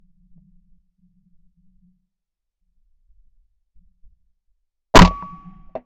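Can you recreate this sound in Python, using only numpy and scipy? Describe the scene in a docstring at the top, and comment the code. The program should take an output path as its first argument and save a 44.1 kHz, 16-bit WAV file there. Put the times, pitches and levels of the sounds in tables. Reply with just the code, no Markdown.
"""Faint puffs of wind and a low hum, then one shotgun shot in open country.
The microphone is in a small camera clamped to the barrel; wind buffets it and hums in the clamp.
The hammer falls, and blast and recoil overload the input. The barrel rings on over the echo
of the land, and the action clacks once more."""
import sys
import numpy as np
from scipy import signal
from scipy.fft import rfft, irfft, next_fast_len
from scipy.io import wavfile

SR = 44100
rng = np.random.default_rng(int(sys.argv[2]) if len(sys.argv) > 2 else 0)


def int16_out(signal):
    """Quantize to a 16-bit WAV file."""
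    q = np.round(np.clip(np.atleast_2d(signal).T, -1, 1) * 32767)
    wavfile.write(sys.argv[1], SR, q.astype(np.int16))


N = 257984
SHOT_S = 4.9555
AGE_S = np.arange(SR) / SR  # time since a blow


def amp(db):
    """Decibels to gain."""
    return 10 ** (np.asarray(db) / 20)


def along(points, hz):
    """Interpolate (f/Hz, value) points on a log frequency axis."""
    f, v = np.transpose(points)
    return np.interp(np.log(hz + 1), np.log(f), v)


def filtered(x, response):
    """Zero-phase filter with gain response(hz)."""
    size = next_fast_len(len(x) + SR // 2)
    hz = np.fft.rfftfreq(size, 1 / SR)
    return irfft(rfft(x, size) * response(hz), size)[:len(x)]


def noise(spectrum, size):
    """Coloured noise of rms 1; the spectrum sets its shape only."""
    x = filtered(rng.standard_normal(size), lambda hz: amp(along(spectrum, hz)))
    return x / np.sqrt(np.mean(x ** 2) + 1e-20)


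def rise(rise_s):
    """Smooth onset from 0 to 1."""
    return 1 - np.exp(-(AGE_S / rise_s) ** 2)


def fade(t60_s):
    """Decay of 60 dB in t60_s."""
    return np.exp(-np.log(1000) * AGE_S / t60_s)


def ring(modes):
    """Free ringing of a struck part: a sum of damped sines."""
    return sum(amp(db) * fade(t60_s) * np.sin(2 * np.pi * hz * AGE_S) for hz, db, t60_s in modes)


def at(start_s, sound):
    """Place a sound on the scene's timeline."""
    return np.pad(sound, (round(start_s * SR), N))[:N]


def wind(breeze_db=-79, attack_s=0.028, buffet_fall_db_per_s=94, hum_fall_db_per_s=89):
    """Puffs on the swinging gun swell, hold and die, buffeting the port and humming in the clamp."""
    # puffs of air: start/s, length/s, buffet/dB, hum/dB
    gusts = [(-0.04, 0.79, -52.5, -63), (0.34, 0.087, -50, -50.5), (0.969, 0.3, -62, -59.5),
             (1.317, 0.11, -52, -64), (1.551, 0.33, -56.5, -61), (2.589, 0.18, -62, -82.5),
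             (2.75, 0.36, -58.5, -91.5), (3.066, 0.31, -52.5, -84.5), (3.453, 0.068, -57, -100),
             (3.739, 0.13, -48, -66), (4.016, 0.079, -45, -71), (4.463, 0.054, -61, -105),
             (5.21, 0.15, -45, -42.5), (5.43, 0.09, -43.5, -41.5), (5.547, 0.082, -39.5, -50.5)]
    # turbulence at the microphone port: f/Hz, level/dB
    buffet_spectrum = [(5, -4.5), (12, -2), (25, -5.5), (45, -10.5), (80, -27.5), (120, -45), (250, -73),
                       (500, -120)]
    # clamp hum: f/Hz, level/dB
    hum_spectrum = [(60, -37.5), (110, -11.5), (150, -8.5), (180, 7.5), (200, -1.5), (235, -44), (320, -61),
                    (600, -120)]
    t = np.arange(N) / SR
    buffet, hum = np.full(N, amp(breeze_db)), np.zeros(N)
    for start_s, length_s, buffet_db, hum_db in gusts:
        swell = np.clip((t - start_s) / attack_s, 0, 1) ** 2
        since_end_s = np.maximum(t - start_s - length_s, 0)
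        buffet = np.maximum(buffet, swell * amp(buffet_db - buffet_fall_db_per_s * since_end_s))
        hum = np.maximum(hum, swell * amp(hum_db - hum_fall_db_per_s * since_end_s))
    return buffet * noise(buffet_spectrum, N) + hum * noise(hum_spectrum, N)


def action(scrape_t60_s=0.042, thud_db=-13, thud_t60_s=0.12, contact_s=0.00085):
    """Each contact rings the action, thuds through the stock and adds a short scrape of steel."""
    # single contacts in lock and action: t/s, knock/dB, scrape/dB
    contacts = [(.378, -68, -120), (4.9408, -18, -34), (4.9475, 1.5, -36), (4.9565, 10, 3), (5.0185, -7, 5),
                (5.108, -27, -68), (5.692, -53.5, -77)]
    # action modes: f/Hz, level/dB, t60/s
    modes = [(246.5, -15, 0.15), (375, -12, 0.01), (445, -15.5, 0.049), (566.5, -6.5, 0.056),
             (636.6, 1.5, 0.053), (750, -14, 0.091), (930, -23, 0.07), (1770, -28.5, 0.034),
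             (2130, -26, 0.054), (2680, -32.5, 0.082), (3570, -35.5, .035), (4280, -39.5, 0.049),
             (5554, -41, 0.025)]
    # stock thud: f/Hz, level/dB
    thud_spectrum = [(150, -5.5), (600, 3.5), (850, -2), (1400, -21.5), (1900, -12.5), (2800, -26),
                     (4000, -41.5), (7000, -64)]
    # steel scrape: f/Hz, level/dB
    scrape_spectrum = [(150, -16.5), (600, 1), (1000, 13.5), (1450, -12), (2200, 1), (3200, -6.5),
                       (4500, -6), (7000, -17), (10000, -47)]
    ringing = ring(modes)
    out = np.zeros(N)
    for t_s, knock_db, scrape_db in [*contacts, *chatter()]:
        knock = ringing + amp(thud_db) * fade(thud_t60_s) * noise(thud_spectrum, SR)
        scrape = fade(scrape_t60_s) * noise(scrape_spectrum, SR)
        out += at(t_s, rise(contact_s) * (amp(knock_db) * knock + amp(scrape_db) * scrape))
    return out


def jolts(contact_s=0.00039):
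    """Handling and recoil ring the camera housing and, lower in pitch, its clamp."""
    # blows to the camera: t/s, housing/dB, clamp/dB
    blows = [(.379, -105, -62), (4.9555, 5, -1.5), (4.9632, 18, -4.5), (4.973, 22, -4.5), (4.9905, 22, -2),
             (5.0105, -16.5, 7), (5.2245, -23.5, -34)]
    # housing modes: f/Hz, level/dB, t60/s
    housing_modes = [(838, -14, 0.02), (981.3, 1.5, 0.028), (1028, -11, 0.016), (1281, -21.5, 0.077),
                     (2000, -27, 0.043)]
    # clamp modes: f/Hz, level/dB, t60/s
    clamp_modes = [(78, -8.5, 0.19), (177.4, 3.5, 0.13), (247, -6, 0.049), (290.7, -11, 0.052),
                   (379.2, -12.5, 0.072)]
    housing = rise(contact_s) * ring(housing_modes)
    clamp = rise(contact_s) * ring(clamp_modes)
    return sum(at(t_s, amp(housing_db) * housing + amp(clamp_db) * clamp)
               for t_s, housing_db, clamp_db in blows)


def shot(blast_db=15, blast_t60_s=0.13, kick_s=4.977):
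    """The muzzle blast roars and rings the barrel; then the gun kicks into the shoulder."""
    # muzzle blast: f/Hz, level/dB
    blast_spectrum = [(30, -10), (110, -2), (200, 1.5), (280, 5), (420, -2.5), (700, -18.5), (1200, -18.5),
                      (3000, -22.5), (7000, -28.5), (12000, -56.5)]
    # barrel modes: f/Hz, level/dB, t60/s
    barrel_modes = [(1132.7, -12.5, 0.91), (1130, -19, 0.65), (610, -31, 0.3), (835, -43, .5),
                    (950, -41.5, 0.44), (2300, -57, .9), (2696, -56.5, .65)]
    # whole gun kicking back: f/Hz, level/dB, t60/s
    kick_modes = [(27.3, 21.5, 0.1), (40.2, 3, 0.28)]
    blast = amp(blast_db) * fade(blast_t60_s) * noise(blast_spectrum, SR)
    return at(SHOT_S, blast + ring(barrel_modes)) - at(kick_s, ring(kick_modes))


def echo(level_db=-36):
    """Nearby land scatters the report back; each band decays at its own rate."""
    # scattered report: f/Hz, level/dB
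    spectrum = [(40, -5), (280, 2), (420, -7.5), (600, -13.5), (760, 0), (1250, -6.5), (1550, -19),
                (2300, -6.5), (3000, -15), (3700, -23), (5800, -26.5), (8000, -41), (12000, -66.5)]
    # decay over the land: f/Hz, t60/s
    land_decay = [(300, 1.4), (520, 0.59), (780, 0.91), (1300, 1.5), (2300, 1.1), (4500, 1.05), (9000, 1.3)]
    hz, t, bands = signal.stft(noise(spectrum, SR), SR, nperseg=256)
    decay = amp(-60 * t / along(land_decay, hz)[:, None])
    _, tail = signal.istft(bands * decay, SR, nperseg=256)
    return at(SHOT_S, amp(level_db) * tail)


def chatter(hits=3, first_gap_s=0.0078, scrape_loss_db=5):
    """Contacts of the action slamming against a stop and rebounding at widening gaps."""
    # slams: t/s, knock/dB, scrape/dB, knock loss per rebound/dB, ratio of successive gaps
    slams = [(5.0485, -25.5, -8, -0.5, 2.23), (5.2245, -38.5, -51.5, 4.5, 1.43),
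             (5.7528, -16.5, -50, 9, 1.5)]
    contacts = []
    for t_s, knock_db, scrape_db, knock_loss_db, gap_ratio in slams:
        for k in range(hits):
            contacts.append((t_s, knock_db - knock_loss_db * k, scrape_db - scrape_loss_db * k))
            t_s += first_gap_s * gap_ratio ** k
    return contacts


def roll(start_s=5.24, level_db=-41, swell_s=0.22, t60_s=1.0):
    """Far ground answers late with a dull, swelling roll."""
    # distant echo: f/Hz, level/dB
    spectrum = [(60, -17.5), (180, -6), (330, -0.5), (430, -21), (560, -34.5), (760, 0.5), (950, -25.5),
                (2000, -19.5), (3200, -27), (6000, -77.5)]
    return at(start_s, amp(level_db) * rise(swell_s) * fade(t60_s) * noise(spectrum, SR))


def scene():
    """Gun, land and wind at one microphone."""
    return (shot() + jolts() + action() + echo() + roll() + wind())[None]


def record(dry, rail=0.77, hiss_db=-97, cutoff_hz=16600):
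    """The input clips at its rails; the camera then dulls the treble and adds faint hiss."""
    # microphone response: f/Hz, gain/dB
    response = [(10, -0.3), (3000, -1.5), (5000, -2), (7000, -3.5), (8000, -7), (9200, -19), (12000, -12),
                (15000, -12), (16500, -27)]
    # camera hiss: f/Hz, level/dB
    hiss_spectrum = [(100, 1), (500, -2), (1500, -7.5), (5500, -7), (8000, -11), (14000, -15), (17000, -22)]
    oversampled = signal.resample_poly(dry[0], 4, 1)  # limits aliasing from the clipping
    clipped = signal.resample_poly(np.clip(oversampled, -rail, rail), 1, 4)
    dulled = filtered(clipped, lambda hz: amp(along(response, hz)))
    hiss = amp(hiss_db) * noise(hiss_spectrum, N)
    return filtered(dulled + hiss, lambda hz: hz < cutoff_hz)[None]


dry = scene()
out = record(dry)
int16_out(out)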